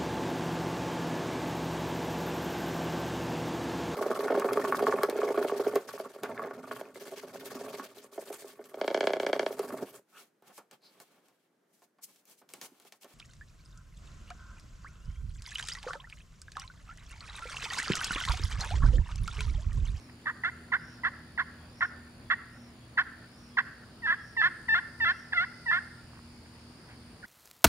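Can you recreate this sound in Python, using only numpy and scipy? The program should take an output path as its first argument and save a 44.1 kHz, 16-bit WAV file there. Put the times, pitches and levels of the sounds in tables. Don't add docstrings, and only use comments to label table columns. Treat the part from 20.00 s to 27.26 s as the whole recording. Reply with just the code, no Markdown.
import sys
import numpy as np
from scipy import signal
from scipy.fft import rfft, irfft, next_fast_len
from scipy.io import wavfile
from scipy.ndimage import uniform_filter1d, map_coordinates

SR = 44100
rng = np.random.default_rng(int(sys.argv[2]) if len(sys.argv) > 2 else 0)


def dump(signal):
    limited = np.clip(np.atleast_2d(signal).T, -1, 1)
    pcm = np.round(limited * 32767).astype(np.int16)
    wavfile.write(sys.argv[1], SR, pcm)


N = 320166
TIME = np.arange(N) / SR


def amp(db):
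    return 10 ** (np.asarray(db) / 20)


def unit(x):
    return x / np.sqrt(np.mean(x ** 2) + 1e-20)


def along(points, hz):
    point_hz, value = np.transpose(points)
    return np.interp(np.log(hz + 1), np.log(point_hz + 1), value)


def curves(rows, t):
    row_time, *columns = np.transpose(rows)
    return [np.interp(t, row_time, column) for column in columns]


def wobble(rate, size=N):
    points = rng.standard_normal(int(size * rate / SR) + 4)
    return map_coordinates(points, [np.arange(size) * rate / SR])


def sine(hz):
    return np.sin(2 * np.pi * np.cumsum(hz) / SR)


def filtered(x, response):
    size = next_fast_len(N + SR // 2)
    spectrum = rfft(x, size) * response(np.fft.rfftfreq(size, 1 / SR))
    return irfft(spectrum, size)[..., :N]


def band(x, centre_hz, width_hz):
    def resonance(f):
        damping = 1j * f * width_hz
        return (damping / (centre_hz ** 2 - f * f + damping)) ** 2
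    return unit(filtered(x, resonance))


def placed(x, pan_db):
    return x * amp([[pan_db / 2], [-pan_db / 2]])


# (frequency [Hz], relative level [dB per Hz])
FIELD_COLOR = [(15, -44.5), (30, -17.5), (60, -5), (120, -5), (250, -8.5), (450, -15.5), (800, -18.5),
               (1600, -20.5), (3270, -27), (4500, -27), (6080, -36.5), (9350, -44), (15600, -49.5)]
# (frequency [Hz], likeness [0 to 1])
FIELD_LIKENESS = [(30, 0.93), (70, .96), (130, 0.97), (290, 0.95), (640, 0.77), (1410, .37), (3100, 0),
                  (15000, 0)]


def field():
    spectrum = signal.stft(rng.standard_normal((2, N)), nperseg=512)[2]
    patches = rng.standard_normal(spectrum.shape[1:])
    patches = uniform_filter1d(patches, 6, 0)
    patches = uniform_filter1d(patches, 14, 1)
    pair = signal.istft(spectrum * amp(1.2 * unit(patches)), nperseg=512)[1][:, :N]

    def mid_side_gain(hz):
        angle = np.arccos(np.clip(along(FIELD_LIKENESS, hz), -1, 1)) / 2
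        return amp(along(FIELD_COLOR, hz)) * [np.cos(angle), np.sin(angle)]

    mid, side = filtered(pair, mid_side_gain)
    level_db = -54 + 0.23 * wobble(0.91)
    return amp(level_db) * unit(np.array([mid + side, mid - side]))


def drone(hz, db):
    pitch_hz = hz * (1 + .008 * wobble(12))
    return amp(db + 2.5 + 2.53 * wobble(8)) * sine(pitch_hz)


# (frequency [Hz], level before the drone's lift [dB])
HUM_LINES = [(120, -61), (204, -71), (240, -59), (280, -72.5), (333, -72)]
# (time [s], first order level [dB], second order level [dB])
ENGINE_LEVELS = [(0.0, -61, -78), (0.75, -58.5, -58), (1.84, -59, -66), (2.32, -64.5, -71),
                 (3.84, -67.5, -68.5), (4.85, -60.5, -61), (6.09, -60, -59.5), (6.55, -60, -71),
                 (7.26, -68, -62)]


def machines():
    first_db, second_db = curves(ENGINE_LEVELS, TIME)
    hum = sum(drone(hz, db) for hz, db in HUM_LINES)
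    engine = drone(80, first_db - 0.5) + drone(161, second_db - 2.5)
    return hum + engine


# (time [s], low level [dB], middle level [dB], high level [dB])
CHORUS_LEVELS = [(0.0, -71, -75, -80), (0.62, -84, -73, -79), (0.99, -69, -77, -84), (3.01, -81, -76, -83),
                 (3.26, -71.5, -77, -79), (4.57, -66.5, -78.5, -72), (4.89, -63.5, -77, -73.5),
                 (5.58, -61, -77, -71), (6.13, -65.5, -75, -74.5), (6.89, -66, -75.5, -75.5),
                 (7.26, -67, -77, -74)]
# (centre [Hz], width [Hz], left over right [dB])
INSECT_BANDS = [(4870, 810, -4), (6975, 500, 3.5), (8930, 1400, 9)]


def chorus():
    out = np.zeros((2, N))
    click_hz = 295 + 3 * wobble(3.9)
    buzz = 1 + .5 * np.cos(2 * np.pi * np.cumsum(click_hz) / SR)
    for db, (hz, width_hz, pan_db) in zip(curves(CHORUS_LEVELS, TIME), INSECT_BANDS):
        insects = band(rng.standard_normal((2, N)), hz, width_hz)
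        level = amp(db - 0.5 + wobble(4))
        out += placed(level * insects, pan_db) * buzz
    return out


# (time [s], level above its drone [dB])
CICADA_SWELLS = [(.0, 8), (.9, 13), (1.82, 13.5), (2.62, 9.5), (3.44, 10.5), (4.29, 11.5), (5.2, 11.5)]


def cicada():
    rise = sum(np.exp(-np.abs((TIME - s) / 0.11) ** 3) for s, db in CICADA_SWELLS)
    swell_db = sum(db * np.exp(-((TIME - s) / 0.095) ** 2) for s, db in CICADA_SWELLS)
    click_hz = 279 + 1.5 * wobble(20) + 8 * (1 - rise) * wobble(250)
    clicks = np.cumsum(click_hz) / SR
    since_s = clicks % 1 / 279
    decay_s = .0008 - .0003 * np.minimum(rise, 1)
    ring = np.sin(2 * np.pi * (4600 + 900 * rise) * since_s) * since_s
    ring *= np.exp(-since_s / decay_s)
    size_db = 2 * (-1) ** np.floor(clicks) + 2 * wobble(200)
    return placed(amp(-71.5 + swell_db) * unit(ring * amp(size_db)), pan_db=-6)


# (time [s], level [dB])
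CRICKET_LEVEL = [(0.0, -79.5), (2.42, -78.5), (2.73, -80.5), (3.21, -79), (3.92, -82), (4.08, -80),
                 (5.2, -80), (5.22, -82), (5.34, -79), (6.61, -80.5), (7.26, -78)]
# (share of the period [0 to 1], frequency [Hz])
WING_PITCH = [(0, 9530), (.2, 9840), (.45, 9600), (.62, 9490), (.75, 8200)]


def cricket():
    cycle = (68.65 * TIME + .5) % 1
    hz = curves(WING_PITCH, cycle)[0] * (1 + 0.0034 * wobble(400))
    fade_in = cycle / .06
    fade_out = (WING_PITCH[-1][0] - cycle) / 0.17
    gate = np.clip(np.minimum(fade_in, fade_out), 0, 1) * amp(1.6 * wobble(300))
    song = unit(gate * sine(hz))
    return placed(amp(curves(CRICKET_LEVEL, TIME)[0]) * song, pan_db=20.5)


# (time [s], length [s], first pitch [Hz], last pitch [Hz], level [dB])
WHISTLES = [(.22, 0.06, 3950, 3500, -77), (.66, 0.063, 3950, 3500, -81), (1.11, 0.054, 3950, 3600, -82),
            (1.577, .1, 3250, 3330, -75), (2.235, 0.092, 3380, 3400, -75), (2.794, 0.083, 3350, 3340, -74),
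            (3.493, 0.086, 3340, 3280, -74), (4.16, 0.1, 3320, 3300, -71)]


def bird():
    out = np.zeros(N)
    for start_s, length_s, first_hz, last_hz, db in WHISTLES:
        progress = np.clip((TIME - start_s) / length_s, 0, 1)
        hz = first_hz + (last_hz - first_hz) * progress + 25 * wobble(60)
        out += amp(db + 3.5) * np.sin(np.pi * progress) * sine(hz)
    return placed(out, pan_db=13)


# (time [s], length [s], level before the ports [dB])
FOOTFALLS = [(0.086, 0.021, -54.5), (6.115, 0.098, -61), (6.456, 0.012, -54.5), (6.868, 0.094, -56.5)]
# (frequency [Hz], relative level [dB per Hz])
GRAVEL_COLOR = [(240, -36), (400, -18), (582, -13), (1020, -3), (1210, -10), (1710, -1), (4000, -19),
                (5200, -51), (8800, -120)]
# (time [s], frequency [Hz], rough peak level before the ports [dB])
STONE_KNOCKS = [(6.133, 1150, -42.5), (6.172, 1240, -45), (6.191, 1130, -42)]


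def steps():
    weight = np.zeros(N)
    for start_s, length_s, db in FOOTFALLS:
        weight += amp(db) * np.sin(np.pi * np.clip((TIME - start_s) / length_s, 0, 1))
    grains = rng.standard_normal(N) * (rng.random(N) < .2)
    crunch = unit(filtered(grains, lambda hz: amp(along(GRAVEL_COLOR, hz))))
    knocks = np.zeros(N)
    for start_s, hz, db in STONE_KNOCKS:
        since_s = TIME - start_s
        bump = np.exp(-((since_s - .0015) / 0.00068) ** 2)
        knocks += amp(db) * bump * np.sin(2 * np.pi * hz * since_s)
    return crunch * weight + knocks


# (frequency [Hz], gain [dB])
POT_GAIN = [(500, -39.5), (700, -26.5), (900, -23), (1100, -5.5), (1350, -2), (1600, 4), (1800, 3),
            (2050, -2), (2200, -16), (2350, -27), (3000, -39), (7000, -63.5), (9000, -91)]
# (frequency [Hz], width [Hz], gain before the treble setting [dB])
SLATE_MODES = [(2670, 230, -18.5), (3380, 370, -16), (4300, 500, -25.5), (5230, 250, -34.5),
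               (5870, 180, -48)]


def body(hz, treble_db):
    modes = sum(amp(db) / (1 + (2 * (hz - centre) / width) ** 2) for centre, width, db in SLATE_MODES)
    return amp(along(POT_GAIN, hz)) + amp(treble_db) * modes


def stroke(rows, tilt_db, treble_db):
    t = np.arange(round(rows[0][0] * SR), round(rows[-1][0] * SR)) / SR
    size = len(t)
    slip_hz, db, half_db = uniform_filter1d(curves(rows, t), size=70)
    uneven = amp(np.minimum(half_db, 0))

    drift = .006 * wobble(50, size) + (.002 + .007 * uneven) * wobble(200, size)
    order = np.arange(2, 23)[:, None] / 2
    hz = order * slip_hz * (1 + drift)

    gain = body(hz, treble_db) * amp(tilt_db * np.log2(np.clip(hz, 1000, 2200) / 1700))
    gain[0] *= amp(5)
    full, half = gain[0::2], gain[1::2]
    gain[0::2] = full / np.linalg.norm(full, axis=0)
    gain[1::2] = half / np.linalg.norm(half, axis=0) * amp(half_db)
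    flutter = np.array([wobble(150, size) for k in order])
    gain *= amp((.6 + .45 * order) * flutter)

    phase = 2 * np.pi * (np.cumsum(hz, axis=1) / SR + rng.random((len(order), 1)))
    tone = np.sqrt(2) * (gain * np.sin(phase)).sum(0)
    edge = np.minimum(1, np.minimum(t - t[0], t[-1] - t) / 0.0013)
    pressure = amp(db) * (.15 + uneven) * edge
    level = amp(db + 0.49 * uneven * wobble(300, size))
    return tone * level * edge, pressure


# (time [s], slip rate [Hz], level before pan and ports [dB],
# half-rate partials against the full-rate ones [dB])
STROKE_CURVES = [
    [(0.255, 1040, -59, -11), (0.261, 948, -28, -30), (0.266, 707, -44, 3), (0.27, 597, -25.5, -11),
     (0.277, 591, -33.5, 0), (0.3, 725, -42, 12.5), (0.31, 940, -37, -13), (0.319, 1020, -52, -12)],
    [(0.434, 1024, -52, -12), (0.439, 957, -23, -26), (0.445, 734, -35, -12), (0.449, 672, -24.5, -8),
     (0.479, 724, -35.5, 0.5), (0.487, 776, -28.5, -17), (0.494, 990, -39, -10), (0.501, 1020, -40, -12)],
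    [(0.718, 1080, -42, -22), (0.727, 955, -20.5, -31), (0.733, 711, -33.5, 5), (0.739, 680, -24.5, 2),
     (0.759, 791, -29, -9.5), (0.763, 833, -35, -12), (0.769, 1050, -33, -9), (0.775, 1005, -51, -14)],
    [(1.034, 1035, -38, -33), (1.042, 973, -26.5, -35), (1.048, 708, -33, -24), (1.051, 658, -23.5, -16),
     (1.055, 675, -32, 6.5), (1.075, 735, -33.5, 3), (1.082, 827, -28.5, -20), (1.092, 1150, -42, -9)],
    [(1.376, 1024, -34, -37), (1.383, 910, -31, -33), (1.39, 708, -30, -11), (1.398, 654, -30.5, 3),
     (1.406, 750, -32.5, 4), (1.411, 718, -28, -3), (1.421, 1040, -36.5, -14), (1.432, 1050, -48, -19)],
    [(1.804, 1120, -78, -16), (1.809, 1018, -24.5, -23), (1.815, 755, -31, -16), (1.819, 640, -25, -43),
     (1.823, 653, -30, 5.5), (1.827, 715, -28, 8), (1.849, 718, -31.5, -9), (1.862, 920, -35, -15)],
    [(2.298, 916, -72, -10), (2.302, 933, -22.5, -12), (2.307, 731, -32.5, 7), (2.313, 659, -20, -6.5),
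     (2.325, 747, -31.5, 7.5), (2.332, 752, -29, -1), (2.339, 934, -26, -23), (2.347, 970, -37, -22)],
    [(2.97, 1032, -56, -26), (2.977, 964, -24, -24), (2.986, 655, -26.5, -2), (2.99, 652, -24.5, 1),
     (2.996, 714, -29, 9), (3.014, 742, -28, -13), (3.024, 990, -38, -7), (3.029, 970, -42, -4)],
    [(3.569, 1115, -41, -24), (3.573, 1032, -29.5, -35), (3.579, 806, -25, -17.5), (3.588, 656, -23, 3.5),
     (3.592, 732, -31, 10.5), (3.602, 800, -24, -15), (3.61, 1046, -36, -9), (3.615, 1044, -40, -17)],
    [(4.02, 1018, -51.5, -15), (4.037, 914, -37, -30), (4.064, 877, -25.5, -28), (4.072, 678, -37.5, 8),
     (4.083, 648.5, -32, 3), (4.112, 686.6, -33, 10), (4.118, 651, -31, -10), (4.127, 716, -37, 13),
     (4.135, 720, -37, 3.5), (4.146, 827, -32.5, -11), (4.151, 1000, -50.5, -22), (4.16, 1030, -46, -7)],
    [(4.362, 1026, -67, -15), (4.367, 1050, -39.5, -28.5), (4.376, 904, -27, -38),
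     (4.414, 870, -24.5, -36.5), (4.416, 873, -15, -21), (4.42, 698, -34, 7.5), (4.428, 647, -26, -6),
     (4.44, 683.5, -29.5, 8.5), (4.474, 734, -28.5, 2.5), (4.481, 806, -29, -21), (4.487, 1030, -39, -17.5),
     (4.494, 1046, -52, -17)],
    [(4.682, 1046, -46.5, -28), (4.69, 940, -23, -27), (4.694, 893, -25, -36), (4.742, 899, -22, -33.5),
     (4.744, 883, -16.5, -34), (4.746, 820, -28, -12), (4.748, 726, -33.5, 15), (4.755, 685, -22, -14.5),
     (4.783, 730, -31, 2), (4.789, 785, -23.5, -25), (4.799, 1060, -40, -6.5), (4.807, 1022, -58, -26)],
    [(5.0, 1033, -42.5, -26), (5.009, 935, -25.5, -37), (5.015, 909, -26.5, -42), (5.045, 897, -23, -25),
     (5.052, 709, -31, -2), (5.06, 665, -25, -15), (5.078, 681, -26, -4.5), (5.099, 712.5, -31.5, 9),
     (5.114, 740, -30, -2.5), (5.121, 820, -27, -26), (5.125, 970, -46, -19), (5.131, 1000, -52, -15)],
    [(5.322, 1036, -39, -8), (5.328, 893, -33, -26), (5.332, 863, -24.5, -43), (5.334, 858, -18.5, -34),
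     (5.338, 752, -39.5, 7), (5.34, 682, -35.5, -2), (5.354, 725, -32.5, -23), (5.385, 670, -24.5, -28),
     (5.435, 731, -29.5, -5), (5.441, 812, -28, -30), (5.449, 1062, -42, -7), (5.454, 1022, -43, -15)],
    [(5.655, 1037, -54, -6), (5.663, 984, -36.5, -33), (5.686, 893, -28, -38), (5.708, 904, -24.5, -39),
     (5.715, 698, -34, 15.5), (5.724, 643, -25.5, -17), (5.729, 691, -30.5, 8), (5.746, 688.5, -25.5, -6.5),
     (5.781, 750, -36.5, 6.5), (5.789, 804, -30, -49), (5.795, 1045, -46, -12), (5.799, 1061, -55, -16)],
    [(7.222, 900, -67.5, -6), (7.224, 910, -72, -8), (7.229, 895, -47, -19), (7.238, 710, -46.5, -23),
     (7.244, 755, -40, -12), (7.248, 835, -54.5, -25), (7.253, 985, -46, -11), (7.257, 984, -63, -10)],
]
# (tilt [dB per octave], treble of the slate modes [dB], left over right [dB])
HAND_GRIP = [(-4, -3.5, 0), (3.5, -6, -0.5), (2.5, -6, -1.5), (0, -2.5, -1), (-0.5, -4, -2), (0.5, -6, 0.5),
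             (3.5, -4.5, -1), (-0.5, 1, 0.5), (-1, -0.5, -1), (0.5, -1.5, 0.5), (2, 0.5, -0.5),
             (2.5, 0, 3.5), (2, 2, 1), (3, -0.5, 1), (2, -1.5, 0), (0, -6, 1)]


def slate_call():
    call = np.zeros((2, N + SR))
    grit = unit(filtered(rng.standard_normal(N), lambda hz: body(hz, treble_db=1.5)))
    for rows, (tilt_db, treble_db, pan_db) in zip(STROKE_CURVES, HAND_GRIP):
        note, pressure = stroke(rows, tilt_db, treble_db)
        start = round(rows[0][0] * SR)
        end = start + len(note)
        scrape = amp(-17) * pressure * grit[start:end]
        call[:, start:end] = placed(note + scrape, pan_db)
    return call[:, :N]


# (frequency [Hz], left over right [dB])
PORT_BALANCE = [(300, -1.5), (1400, -4), (2000, -1), (3500, -0.5), (7000, -5)]
LEFT_LAG_S = 1.2e-4


def ports(x):
    def left(hz):
        return amp(along(PORT_BALANCE, hz) / 2) * np.exp(-1j * np.pi * hz * LEFT_LAG_S)
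    return filtered(x, lambda hz: np.array([left(hz), 1 / left(hz)]))


# (frequency [Hz], time to fall by 60 dB [s])
TREE_DECAY = [(500, .3), (1500, 0.72), (2500, 0.47), (6000, .3)]
# (delay [s], relative level before decay [dB])
ECHO_LEVELS = [(0, -8), (.045, -9), (.07, 0), (.11, -3), (.2, -1), (.5, 0)]


def trees(x):
    hz, t, spectrum = signal.stft(rng.standard_normal((2, SR)), SR, nperseg=256)
    decay_db = -60 * t / along(TREE_DECAY, hz)[:, None]
    echo_db = curves(ECHO_LEVELS, t)[0] + decay_db
    tail = signal.istft(spectrum * amp(echo_db), SR, nperseg=256)[1]
    tail = tail + .4 * tail[::-1]
    tail *= amp(1.8 * wobble(70, size=tail.shape[1]))
    late = np.pad(x, (400, 0))[None]
    return signal.fftconvolve(late, tail * amp(-47.5), axes=1)[:, :N]


def scene():
    call = slate_call()
    near = ports(call + steps()) + trees(call.mean(0))
    return near + field() + machines() + cricket() + chorus() + cicada() + bird()


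def record(dry):
    hiss = amp(-74) * rng.standard_normal(dry.shape)
    return filtered(dry + hiss, lambda hz: hz < 15750)


dry = scene()
out = record(dry)
dump(out)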